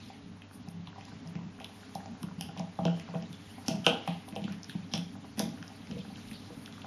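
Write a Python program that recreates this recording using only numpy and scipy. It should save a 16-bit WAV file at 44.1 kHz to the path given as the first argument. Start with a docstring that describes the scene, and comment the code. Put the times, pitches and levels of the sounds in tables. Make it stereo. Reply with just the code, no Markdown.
"""Dog gnawing a hollow chew

In a living room a dog lies on a rug with a hard chew held between its paws, before a small
hand-held stereo microphone. Bites and knocks ring modes of chew and teeth; thuds are beating
low tones from the floor; the tongue is flickering noise bands. Dense reflections and crackling
noise tails place the blows in the room; an appliance hums over coloured noise and rumble."""
import sys
import numpy as np
from scipy import signal
from scipy.fft import rfft, irfft
from scipy.io import wavfile
from scipy.ndimage import uniform_filter1d

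SR = 44100
rng = np.random.default_rng(int(sys.argv[2]) if len(sys.argv) > 2 else 0)


def to_wav(sig):
    """Store sig (one row per channel, or 1-D mono) as 16-bit WAV at the path in sys.argv[1].

    Samples outside -1..1 are clipped; the rate is SR.
    """
    pcm = np.clip(np.atleast_2d(sig), -1, 1) * 32767
    pcm = np.round(pcm).astype(np.int16)
    wavfile.write(sys.argv[1], SR, pcm.T)  # frames by channels


def volts_from_decibels(level):
    """Turn decibel levels (scalar or array-like) into linear amplitude factors."""
    exponent = np.asarray(level, float) / 20
    return 10 ** exponent


N = 302526

# room tone spectrum: (frequency [Hz], relative density [dB per Hz])
ROOM_TONE_COLOUR = [(15, -53), (25, -43), (48, -22.5), (86, -5), (146, -4.5), (194, 2), (284, 0),
                    (360, -22), (415, -13), (527, -17.5), (789, -14.5), (1240, -18), (5560, -28),
                    (6730, -31), (7400, -36.5), (9620, -71), (16300, -120)]
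# appliance lines: (frequency [Hz], mean level [dB rms], frequency wander [Hz])
HUM_LINES = [(99, -57.5, 0.55), (192, -78, 8.5), (292.3, -65.5, 8.6), (410.3, -67, 4.32)]
# likeness of the two microphone sides in noise: (frequency [Hz], likeness [-1 to 1])
MICROPHONE_LIKENESS = [(60, 0.19), (180, 0.12), (530, -0.18), (1580, -0.49), (4710, -0.56), (14000, -0.15)]
# reflections of the living room: (frequency [Hz], t60 [s], relative level [dB])
ROOM_DECAY = [(147, 0.35, 3), (485, 0.47, 5), (830, 0.41, -1.5), (1480, 0.28, 2), (3000, 0.15, -2.5),
              (5930, 0.64, -13.5), (11000, 0.2, -3)]
# crackling noise tails of the cracks, dying away in the room:
# (time [s], level at the crack [dB], centre [Hz], width [Hz], t60 [s])
CRACK_TAILS = [(1.353, -58, 2500, 1500, .2), (1.6437, -51, 3280, 1500, .12), (1.952, -61, 5300, 2000, 0.14),
               (2.41, -48, 3000, 600, 0.44), (2.409, -51, 5000, 700, 0.36),
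               (2.5754, -47.5, 3000, 1610, 0.26), (2.8543, -48.5, 3050, 400, 0.69),
               (2.853, -53, 4570, 2510, 0.39), (3.3291, -55, 3450, 400, .3),
               (3.6821, -46.5, 3000, 900, 0.41), (3.682, -40.5, 5170, 1990, 0.33),
               (3.8645, -30, 3010, 650, 0.45), (3.8656, -40.5, 5300, 2200, 0.23),
               (3.8663, -35.5, 1380, 297, 0.36), (4.0761, -45, 3000, 1510, 0.44),
               (4.362, -56, 2730, 900, .4), (4.4394, -51, 3140, 900, 0.24),
               (4.6957, -48.5, 3300, 1200, 0.34), (4.936, -41, 3310, 350, 0.4),
               (4.936, -41, 5370, 900, 0.33), (4.936, -47, 3970, 600, 0.33), (5.3938, -46, 3460, 503, 0.43),
               (5.395, -42, 5400, 1600, 0.33), (5.3935, -47, 2000, 1200, 0.32),
               (4.522, -51, 2600, 1600, 0.18), (4.938, -47, 2000, 1400, 0.36)]
# treble hiss spectrum: (frequency [Hz], relative density [dB per Hz])
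HISS_COLOUR = [(8300, -10), (8800, -1.5), (10000, 3), (12000, -3.5), (13200, -10.5), (14000, -40)]
# steady treble hiss before flicker: (time [s], level [dB])
STEADY_HISS = [(0.25, -70), (0.45, -89.5), (1.08, -70), (1.48, -79.5), (1.62, -65), (2.1, -70.5),
               (2.38, -78), (2.55, -75), (3.1, -72.5), (3.4, -65.5), (4.15, -70.5), (4.8, -71.5),
               (5.6, -67), (5.93, -68), (6.25, -66.5), (6.86, -70)]
# short puffs of treble hiss, perhaps licks: (time [s], peak [dB], slope to either side [dB/s])
HISS_PUFFS = [(0.07, -64, 158), (0.381, -69.5, 195), (0.554, -60.5, 292), (0.709, -65, 448),
              (0.78, -88, 301), (0.88, -78, 500), (1.3, -75, 250), (1.73, -67, 300), (2.23, -53, 800),
              (2.33, -73, 400), (2.59, -62.5, 400), (2.73, -70.5, 204), (2.98, -62, 248), (4.3, -59, 340),
              (4.53, -65, 254), (4.7, -62, 250), (4.87, -64, 404), (4.99, -63, 300), (6.31, -60, 150),
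              (6.57, -61.5, 250), (6.67, -61, 196)]
# steady wet rasp before flicker: (time [s], level [dB], centre [Hz], reach [octaves])
TONGUE_RASP = [(0.1, -55.5, 3400, 0.71), (0.45, -75, 2800, .4), (0.54, -63.5, 4000, 0.69),
               (0.75, -65, 2940, 0.31), (1.08, -56.5, 3270, 0.87), (1.45, -67.5, 2820, 0.41),
               (1.87, -57.5, 3650, 0.98), (2.15, -63.5, 3200, 0.93), (2.6, -66, 3200, 0.5),
               (3.02, -55, 2740, 1.0), (3.25, -57.5, 3180, 1), (3.58, -57, 3080, 1), (3.8, -58, 3000, 0.98),
               (4.13, -53.5, 2850, 0.62), (4.33, -61, 2930, 1), (4.52, -52.5, 2640, 1),
               (4.58, -59.5, 2770, 0.8), (5.27, -59.5, 3360, 1), (5.6, -59.5, 3320, 0.57),
               (5.88, -58, 3000, 0.95), (6.0, -54.5, 3620, 0.55), (6.12, -58.5, 3550, 0.52),
               (6.2, -54.5, 3400, 0.99), (6.3, -56.5, 3700, 1), (6.35, -51, 3740, 0.29),
               (6.45, -56.5, 4100, 0.37), (6.58, -59.5, 3000, 0.93), (6.86, -56.5, 3250, 1)]
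# chew pushed against the floor: (time [s], relative level [dB], lower pitch [Hz], t60 [s])
FLOOR_THUDS = [(0.032, -41, 235, 0.029), (0.253, -41.5, 183, 0.12), (0.677, -35, 175, 0.049),
               (0.736, -38.5, 173, 0.19), (0.795, -39, 170, 0.055), (0.875, -41, 157, 0.055),
               (1.252, -38.5, 164.3, 0.29), (1.354, -26.5, 172, 0.046), (1.408, -37.5, 193, 0.063),
               (1.385, -37, 173, 0.035), (1.462, -35.5, 187, 0.04), (1.485, -41.5, 197, 0.1),
               (1.952, -34.5, 183, 0.043), (2.087, -39.5, 212, 0.046), (2.219, -43, 218, 0.061),
               (2.236, -26.5, 188, 0.04), (2.376, -33.5, 174, 0.095), (2.489, -33, 186, 0.035),
               (2.576, -36.5, 175, 0.067), (2.597, -27.5, 176.5, 0.095), (2.791, -26, 188, 0.035),
               (2.813, -30.5, 178, 0.15), (2.852, -23.5, 168.3, 0.28), (3.089, -39, 175, 0.15),
               (3.15, -26.5, 167, 0.099), (3.212, -37.5, 214, 0.13), (3.303, -34.5, 162, 0.033),
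               (3.683, -22.5, 242, 0.04), (3.708, -25, 173, 0.044), (3.74, -24, 192, 0.052),
               (3.773, -39, 266, 0.11), (3.793, -30.5, 176, 0.046), (3.869, -26.5, 177, 0.058),
               (3.901, -27.5, 238, 0.064), (4.082, -26.5, 173, 0.11), (4.326, -33, 196, 0.036),
               (4.37, -34, 199, 0.062), (4.39, -37, 200, 0.045), (4.418, -30.5, 184, 0.049),
               (4.445, -25, 192, 0.052), (4.472, -35.5, 202, 0.085), (4.505, -33, 179, 0.06),
               (4.535, -37, 199, 0.087), (4.689, -38.5, 158, 0.029), (4.751, -25, 185, 0.045),
               (4.869, -47, 210, 0.066), (4.938, -27, 195, 0.042), (4.956, -37, 171, 0.06),
               (4.98, -26.5, 179, 0.09), (5.25, -41, 245, 0.019), (5.376, -30.5, 226, 0.091),
               (5.395, -24, 216.7, 0.05), (5.429, -28.5, 192, 0.036), (5.453, -32, 222, 0.093),
               (5.61, -40, 181, 0.074), (5.915, -30.5, 192, 0.026), (5.947, -34, 192, 0.098),
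               (6.041, -45, 192, 0.13), (6.08, -39, 200, 0.061), (6.316, -35, 188, 0.019),
               (6.469, -45, 284, 0.096), (6.566, -46, 266, 0.13)]
# jaws knocking the hollow of the chew; the grip picks the modes:
# (time [s], relative level [dB], centre [Hz], reach [octaves], left over right [dB])
JAW_KNOCKS = [(0.1, -45, 805, 0.24, -1), (0.674, -47, 780, 0.26, 1), (0.872, -44.5, 930, 0.28, -1),
              (0.958, -40.5, 925, 0.19, -2), (0.98, -39, 880, 0.24, -2), (1.079, -46, 980, 0.24, -2),
              (1.251, -50, 750, 0.26, -2), (1.351, -45.5, 676, 0.65, -1), (1.388, -48, 960, 0.24, -4),
              (1.408, -47, 890, 0.3, -9), (1.432, -57, 890, 0.31, -2), (1.468, -59, 835, 0.18, -2),
              (1.605, -45, 830, 0.3, -17), (1.695, -54, 770, 0.15, -5), (1.954, -33.5, 810, 0.15, -3),
              (2.057, -44.5, 716, 0.31, -12), (2.23, -43, 1030, 0.3, -2), (2.31, -45, 1010, 0.16, -7),
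              (2.408, -42.5, 795, 0.14, -9), (2.488, -45.5, 750, 0.33, -7), (2.565, -39, 705, 0.45, -2),
              (2.596, -32.5, 690, 0.31, -1), (2.657, -54, 744, 0.32, -2), (2.788, -30.5, 700, 0.46, -1),
              (2.851, -20.5, 403, 0.73, -1.5), (2.878, -40, 555, 0.95, -1), (2.912, -48, 704, 0.8, -4),
              (2.972, -46, 657, 0.6, -2), (3.077, -50, 1200, 0.28, -8), (3.087, -40, 704, 0.46, 1),
              (3.138, -34.5, 590, 0.57, -2), (3.152, -33, 610, 0.55, -1), (3.222, -48, 662, 0.43, 1),
              (3.581, -49, 860, 0.17, -24), (3.648, -49, 840, 0.44, -8), (3.681, -30, 590, 0.63, -2),
              (3.704, -29.5, 624, 0.26, -8), (3.738, -44.5, 800, 0.38, -16), (3.758, -37, 670, 0.16, -20),
              (3.865, -16, 553, 0.78, -1.5), (3.886, -33, 650, 0.62, 2), (3.906, -46, 600, 0.46, 7),
              (3.927, -28.5, 770, 0.12, -8), (4.075, -28.5, 770, 0.43, -4), (3.958, -45, 1000, 0.35, -14),
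              (4.28, -46, 865, 0.19, -18), (4.331, -43, 640, 0.42, -8), (4.361, -24.5, 542, 0.41, -1),
              (4.477, -44, 620, 0.94, -1), (4.695, -36.5, 1834, 0.091, -1), (4.751, -48, 820, 0.2, 1),
              (4.936, -33.5, 700, 0.69, 1), (4.96, -36, 620, 0.34, -6), (5.152, -46.5, 826, 0.42, -15),
              (5.242, -50, 880, 0.33, -20), (5.378, -36, 603, 0.42, -1), (5.393, -47, 1400, 0.52, -1),
              (5.397, -28.5, 594, 0.56, -3), (5.456, -42.5, 745, 0.17, -16), (5.535, -49, 630, 0.21, -11),
              (5.625, -53, 1600, 1, -11), (5.701, -47.5, 755, 0.13, -15), (5.901, -46, 493, 0.59, -12),
              (5.925, -35.5, 490, 0.18, 0), (5.965, -35, 485, 0.29, -6), (6.101, -49.5, 870, 0.12, -19),
              (6.502, -40, 470, 0.43, -5), (6.778, -43.5, 1220, 0.16, -2), (6.843, -44.5, 830, 0.48, -14)]
# modes of the chew's hollow: (frequency [Hz], relative level [dB], t60 [s])
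HOLLOW_MODES = [(316, 1.5, 0.043), (480.4, 0, 0.057), (662, -2, 0.12), (732, -1.5, 0.043),
                (790.5, 10, 0.028), (885, 4.5, 0.029), (967, 4.5, 0.037), (1208, 15, 0.0074),
                (1402, 16.5, 0.015), (1680, 22.5, 0.0046)]
# teeth cracking on the chew's wall, levels relative to the modes:
# (time [s], wall level [dB], wall pitch [Hz], tooth tick level [dB], sizzle level [dB])
TOOTH_BITES = [(0.0603, -44, 4400, -61, -61), (0.4195, -39.5, 2830, -72, -59.5),
               (0.6862, -56, 1960, -46, -54), (0.8718, -34.5, 3230, -55, -68),
               (1.0095, -42.5, 2770, -55, -78), (1.052, -48, 3530, -45, -59), (1.3541, -53, 2300, -54, -68),
               (1.433, -61, 1980, -62, -80), (1.6007, -41, 2780, -53, -78), (1.616, -39, 3130, -60, -80),
               (1.6444, -28, 3240, -46, -50), (1.952, -41, 3900, -38, -43.5), (2.0586, -60, 2380, -47, -83),
               (2.2302, -35, 3170, -46, -46.5), (2.41, -30, 2930, -33.5, -37), (2.488, -44, 3000, -52, -73),
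               (2.5747, -43, 3200, -43, -66), (2.595, -56.5, 2400, -39, -60), (2.755, -52, 4200, -60, -80),
               (2.788, -46, 3280, -61, -82), (2.807, -51, 4100, -62, -80), (2.8523, -25, 3150, -37, -51),
               (2.865, -29, 3100, -57, -70), (2.9975, -37.5, 2800, -41, -51),
               (3.0873, -48, 2730, -65, -87.5), (3.1467, -38.5, 2830, -71, -90),
               (3.2242, -40.5, 2900, -50.5, -83), (3.3288, -41, 3350, -52, -53),
               (3.6823, -25, 2950, -24, -35.5), (3.7136, -31, 3200, -54, -53), (3.754, -40, 2870, -51, -53),
               (3.8651, -5, 3000, -27, -32.5), (3.955, -40, 3000, -65, -68), (4.076, -29, 2850, -45, -44.5),
               (4.2872, -40, 3160, -51.5, -48), (4.3244, -44, 2740, -70, -67),
               (4.362, -27.5, 3060, -50, -49.5), (4.441, -29.5, 3200, -55, -67),
               (4.418, -44, 3300, -58, -73), (4.523, -44, 2730, -50, -61),
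               (4.6957, -32.5, 3330, -49, -50.5), (4.937, -19.5, 3220, -26.5, -43.5),
               (4.952, -43, 3340, -43, -48), (4.9775, -28, 3160, -54, -45), (5.374, -45, 2730, -62, -72),
               (5.386, -42, 2680, -56, -66), (5.3937, -24.5, 3280, -25.5, -31.5),
               (5.441, -41, 3270, -60, -75), (5.454, -42, 3500, -62, -75), (5.583, -49, 2830, -67, -80),
               (5.6265, -37.5, 2900, -48.5, -80), (5.8715, -53, 2020, -52, -71),
               (5.912, -36.5, 2900, -46, -85), (5.983, -42, 3000, -59, -83), (6.158, -38, 3030, -61, -75),
               (6.171, -47, 4270, -53, -63), (6.285, -44, 3600, -59, -75), (6.3131, -49, 2420, -53, -51),
               (6.3315, -42, 3700, -63, -55), (6.6595, -34, 3220, -45.5, -59),
               (6.725, -41.5, 3420, -53, -66), (6.818, -35.5, 3250, -66, -64)]
# modes of the chew's wall: (frequency [Hz], relative level [dB], t60 [s])
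WALL_MODES = [(1820, -18, 0.008), (2260, 27, 0.0014), (2506, 1.5, 0.019), (2897, 10, 0.0032),
              (3132, 4, 0.0069), (3439, 8, 0.0063), (3700, 4.5, 0.0076), (3950, 1, 0.018)]
# modes of the tooth tick: (frequency [Hz], relative level [dB], t60 [s])
TICK_MODES = [(5010, -17.5, 0.046), (5400, 2, 0.0045), (5757, -4, 0.0051), (6810, -17.5, 0.018)]
# modes of the tooth sizzle: (frequency [Hz], relative level [dB], t60 [s])
SIZZLE_MODES = [(9100, 2.5, 0.0028), (9760, -8.5, 0.011), (10900, 7, 0.0023), (11960, -5.5, 0.0014)]
# level under which faint treble drops out: (frequency [Hz], threshold [dB per Hz])
TREBLE_THRESHOLD = [(5500, -130), (6500, -108), (7200, -103), (7800, -104), (9000, -107), (11000, -107),
                    (13500, -106)]


def rms_one(x):
    """Scale to rms 1."""
    return x / np.sqrt(np.mean(x ** 2) + 1e-20)


def at_hz(points, hz, column=1):
    """Read a table on a log-frequency axis."""
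    return np.interp(np.log(hz), np.log(np.array(points)[:, 0]), np.array(points)[:, column])


def drift(rate):
    """Slow chance with spread 1: noise through a low-pass at rate [Hz], drawn every 40 samples."""
    r = np.exp(-80 * np.pi * rate / SR)
    white = rng.standard_normal(N // 40 + 2002)
    slow = signal.lfilter([1], [1, -2 * r, r * r], white)[2000:]
    return np.interp(np.arange(N) / 40, np.arange(len(slow)), rms_one(slow))


def bandpass(x, low, high):
    """Keep the band between two frequencies [Hz]."""
    return signal.sosfilt(signal.butter(2, [low, high], "band", fs=SR, output="sos"), x)


def pair(mid, side, alike):
    """Left and right from two independent signals, alike from -1 to 1."""
    common, opposed = np.sqrt(1 + alike) * mid, np.sqrt(1 - alike) * side
    return np.array([common + opposed, common - opposed]) / np.sqrt(2)


def coloured_noise(spectrum):
    """Stereo noise with the given spectrum and the likeness of the microphone sides; rms 1."""
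    hz = np.maximum(np.fft.rfftfreq(N, 1 / SR), 1)
    inside = (hz > spectrum[0][0]) & (hz < spectrum[-1][0])
    mid, side = rfft(rng.standard_normal((2, N))) * volts_from_decibels(at_hz(spectrum, hz)) * inside
    return rms_one(irfft(pair(mid, side, at_hz(MICROPHONE_LIKENESS, hz)), N))


def scattered(count, mean, spread):
    """Rows (time [s], values..) at random moments, values drawn about their means."""
    s = rng.random(count) * (N - 1) / SR
    return np.column_stack([s, mean + np.array(spread) * rng.standard_normal((count, len(mean)))])


def peaks(s, peak_db, rise_db_per_s, fall_db_per_s):
    """Power of pointed swells, on a millisecond grid."""
    late = np.arange(0, N / SR + .002, .001)[:, None] - s
    drop_db = np.where(late < 0, -late * rise_db_per_s, late * fall_db_per_s)
    power = volts_from_decibels(2 * (peak_db - drop_db)).sum(axis=1)
    return np.interp(np.arange(N) / SR * 1000, np.arange(len(power)), power)


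def ring(clicks, hz, t60):
    """A two-pole resonator: a unit click sets a decaying sine of starting height 1 ringing."""
    r, w = volts_from_decibels(-60 / (t60 * SR)), 2 * np.pi * hz / SR
    return signal.lfilter([0, np.sin(w)], [1, -2 * r * np.cos(w), r * r], clicks + 1e-18)


def strike(modes, s, level_db, pan_db, spread_db, contact_s, centre_hz=None, reach=None):
    """Each blow rings every mode with a strength and direction of its own, most near the centre."""
    aim_spread_db = 4
    at, out = np.round(s * SR).astype(int), np.zeros((2, N))
    chance = rng.standard_normal((len(s), 2, len(modes)))
    contact = np.hanning(round(contact_s * SR))
    for k, (hz, mode_db, t60) in enumerate(modes):
        near = 1 if centre_hz is None else np.exp(-.5 * (np.log2(hz / centre_hz) / reach) ** 2)
        strength = near * volts_from_decibels(level_db + mode_db + spread_db * chance[:, 0, k])
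        direction_db = pan_db + aim_spread_db * chance[:, 1, k]
        clicks = np.zeros((2, N))
        clicks[:, at] = strength * volts_from_decibels(np.outer([.5, -.5], direction_db))
        # the contact lasts a moment, so the mode swells up before it dies
        push = 2 * contact / contact.sum() * np.cos(2 * np.pi * hz * np.arange(len(contact)) / SR)
        out += ring(signal.lfilter(push, [1], clicks), hz, t60)
    return out


def room_tone():
    """Coloured noise: steady hiss above; below, a rumble that comes in lumps."""
    level_db, sway_db = -46.5, 1.0
    lump_db, lump_top_hz = 2.5, 340
    tone = volts_from_decibels(level_db + sway_db * drift(1.0)) * coloured_noise(ROOM_TONE_COLOUR)
    low = signal.sosfiltfilt(signal.butter(2, lump_top_hz, fs=SR, output="sos"), tone)
    lumps = rms_one(volts_from_decibels(lump_db * (drift(2.4) + drift(11.0))))
    return tone + (lumps - 1) * low


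def handling():
    """Lumpy low noise from the hand that holds the microphone, different on each side."""
    side_db = np.array([[-72.0], [-77.0]])   # left, right
    sway_db = 5.0
    rumble = rms_one(bandpass(rng.standard_normal((2, N)), 25, 70))
    return volts_from_decibels(side_db + sway_db * drift(3.9)) * rumble


def hum():
    """Mains-driven motor lines: sines that waver in level and pitch, half a radian apart by side."""
    t, out = np.arange(N) / SR, 0
    for hz, level_db, wander_hz in HUM_LINES:
        phase = 2 * np.pi * np.cumsum(hz + wander_hz * drift(5.9)) / SR
        out = out + volts_from_decibels(level_db + 1.86 * drift(8.8)) * np.sqrt(2) * np.sin(phase + [[0.], [.5]])
    return out


def living_room(x):
    """Dense reflections: octave bands of noise, each dying at its own rate, after a short gap."""
    first_echo_s = 0.005
    t, tail = np.arange(SR // 2) / SR, 0
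    edges = 110 * 2. ** np.arange(8.)
    for low, high in zip(edges, edges[1:]):
        hz = np.sqrt(low * high)
        band = bandpass(rng.standard_normal((2, len(t))), low, high)
        band = band * volts_from_decibels(-60 * t / at_hz(ROOM_DECAY, hz))
        share = np.sqrt((high - low) / (SR / 2) / np.mean(np.sum(band ** 2, axis=1)))
        tail = tail + volts_from_decibels(at_hz(ROOM_DECAY, hz, column=2)) * share * band
    tail = pair(*tail, 1)   # the same on both sides
    tail = tail * np.clip(t / first_echo_s - 1, 0, 1)   # reflections thicken after the gap
    return signal.fftconvolve(x[None], tail, axes=1)[:, :N]


def crack_tails():
    """Dense random clicks through one band: a short faint noise, a jump, then dying away in the room."""
    lead_db, lead_s = -11.5, 0.022   # faint noise ahead of each jump: level below it, and length
    clicks_per_s, click_spread_db, likeness = 3000, 3.0, 0.4
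    out, lead = np.zeros((2, N + SR)), round(lead_s * SR)
    t = np.arange(-lead, SR // 2) / SR
    for s, level_db, hz, width_hz, t60 in CRACK_TAILS:
        chance, sign, size = rng.random((3, 2, len(t)))
        heights = np.sign(sign - .5) * volts_from_decibels(-click_spread_db * np.log(size + .01))
        clicks = (chance < clicks_per_s / SR) * heights
        band = bandpass(clicks, hz - width_hz / 2, hz + width_hz / 2)
        crackle = rms_one(pair(*band, likeness))
        i = round(s * SR) - lead
        out[:, i:i + len(t)] += volts_from_decibels(level_db + np.where(t < 0, lead_db, -60 * t / t60)) * crackle
    return out[:, :N]


def treble_hiss():
    """Flickering treble noise: a steady bed, short puffs, and a spray around each listed sizzle."""
    spray_db, spray_rise_db_per_s, spray_fall_db_per_s = -17, 602, 286   # level is below the sizzle
    bed = volts_from_decibels(2 * np.interp(np.arange(N) / SR, *np.transpose(STEADY_HISS)))
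    puff_s, puff_db, slope = np.transpose(HISS_PUFFS)
    puffs = peaks(puff_s, puff_db, slope, slope)
    bite_s, *_, sizzle_db = np.transpose(TOOTH_BITES)
    spray = peaks(bite_s, sizzle_db + spray_db, spray_rise_db_per_s, spray_fall_db_per_s)
    flicker = volts_from_decibels(3.0 * drift(12.8) + 0.94 * drift(25.0))
    return np.sqrt(bed + puffs + spray) * flicker * coloured_noise(HISS_COLOUR)


def tongue():
    """Wet rubbing: fifth-octave noise bands around a moving centre, flickering in grains."""
    flicker_db, grit_db = 3.0, 0.5
    t = np.arange(N) / SR
    s, rasp_db, centre_hz, reach = np.transpose(TONGUE_RASP)
    steady, centre = volts_from_decibels(2 * np.interp(t, s, rasp_db)), np.interp(t, s, centre_hz)
    reach = np.interp(t, s, reach)
    grit = volts_from_decibels(grit_db * drift(170.0))   # all bands catch and slip together
    white, rasp = rng.standard_normal((2, 2, N)), 0
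    edges = 1200 * 2 ** (np.arange(14) / 5)
    for k, (low, high) in enumerate(zip(edges, edges[1:])):
        band = rms_one(bandpass(white[k % 2], low, high))   # neighbouring bands stay independent
        octaves_off = np.log2(np.sqrt(low * high) / centre)
        share = np.exp(-(octaves_off / reach) ** 2) / (5 * np.sqrt(np.pi) * reach)
        rasp = rasp + np.sqrt(steady * share) * volts_from_decibels(flicker_db * drift(25)) * grit * band
    return rasp


def thuds():
    """Floor boards answer each push with two low modes that beat and take a moment to swell."""
    swell_cycles, upper_ratio, upper_db = 0.6, 1.45, -12.0
    out, t = np.zeros(N + SR), np.arange(SR // 3) / SR
    for s, level_db, hz, t60 in FLOOR_THUDS:
        swell = (1 - np.exp(-t * hz / swell_cycles)) ** 2
        shape = swell * volts_from_decibels(-60 * t / max(t60, .02))   # no decay shorter than 0.02 s
        upper = volts_from_decibels(upper_db) * np.sin(2 * np.pi * upper_ratio * hz * t)
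        tones = np.sin(2 * np.pi * hz * t) + upper
        i = round(s * SR)
        out[i:i + len(t)] += volts_from_decibels(level_db) * shape / shape.max() * tones
    small = signal.butter(4, 90, "high", fs=SR, output="sos")   # too small to radiate deep bass
    return signal.sosfilt(small, out[:N])


def knocks():
    """Softer, longer contacts, and faint random taps, that sound the hollow of the chew."""
    # level [dB], centre [Hz], reach [octaves], left over right [dB]
    taps = scattered(16, mean=(-55, 767, 1, 6), spread=(0.52, 17, 0.099, 1.7))
    s, level_db, centre_hz, reach, pan_db = np.vstack([JAW_KNOCKS, taps]).T
    return strike(HOLLOW_MODES, s, level_db - 4.5, pan_db, 2.5, 0.004, centre_hz, reach)


def bites():
    """Cracks and faint random nibbles ring the chew's wall and tick and sizzle in the teeth."""
    # wall level [dB], wall pitch [Hz], tick level [dB], sizzle level [dB]
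    nibbles = scattered(8, mean=(-57.5, 2900, -45, -89), spread=(3, 940, 2.7, 4.7))
    s, wall_db, wall_hz, tick_db, sizzle_db = np.vstack([TOOTH_BITES, nibbles]).T
    pan_db = -0.7 + 2 * rng.standard_normal(len(s))   # left over right
    tooth_spread_db, wall_reach_octaves = 2.5, 0.18
    wall = strike(WALL_MODES, s, wall_db - 1.5, pan_db, 0.43, 0.0014, wall_hz, wall_reach_octaves)
    tick = strike(TICK_MODES, s, tick_db + 4.5, pan_db, tooth_spread_db, 0.00063)
    sizzle = strike(SIZZLE_MODES, s, sizzle_db + 4.5, pan_db, tooth_spread_db, 0.00036)
    return wall + tick + sizzle


def scene():
    """Chew and floor in the room, over tongue, hum and room tone."""
    knock_room_db, thud_room_db = -5.0, -8.0   # how much of each reaches the reflections
    background = room_tone() + handling() + hum()
    rubbing = treble_hiss() + tongue()
    floor, jaws, teeth = thuds(), knocks(), bites()
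    sent = (teeth + volts_from_decibels(knock_room_db) * jaws).mean(axis=0) + volts_from_decibels(thud_room_db) * floor
    room = living_room(sent) + crack_tails()
    return background + room + rubbing + floor + jaws + teeth


def treble_gate(x):
    """Faint treble drops out: a narrow band is muted while it stays under its threshold."""
    width_hz = 110
    hz, _, z = signal.stft(x, SR, "cosine", 2048, 1024)
    power = np.abs(z) ** 2 * 2 / hz[1]
    smooth = uniform_filter1d(power, round(width_hz / hz[1]), axis=1)
    level_db = 10 * np.log10(smooth + 1e-20)
    passes = level_db > at_hz(TREBLE_THRESHOLD, np.maximum(hz, 1))[:, None]
    return signal.istft(z * passes, SR, "cosine", 2048, 1024)[1][:, :N]


def low_pass(x):
    """Removes everything above the highest recorded frequency."""
    return signal.sosfilt(signal.butter(12, 14610, fs=SR, output="sos"), x)


def record(dry):
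    """The microphone housing cancels a narrow band; a steep top and the treble gate follow."""
    notch_hz, notch_width_hz, top_hz = 8030, 240, 13700
    b, a = signal.iirnotch(notch_hz, notch_hz / notch_width_hz, fs=SR)
    notched = signal.lfilter(b, a, signal.lfilter(b, a, dry))   # twice, for a deeper notch
    cut = signal.sosfilt(signal.butter(10, top_hz, fs=SR, output="sos"), notched)
    return low_pass(treble_gate(cut))


dry = scene()
out = record(dry)
to_wav(out)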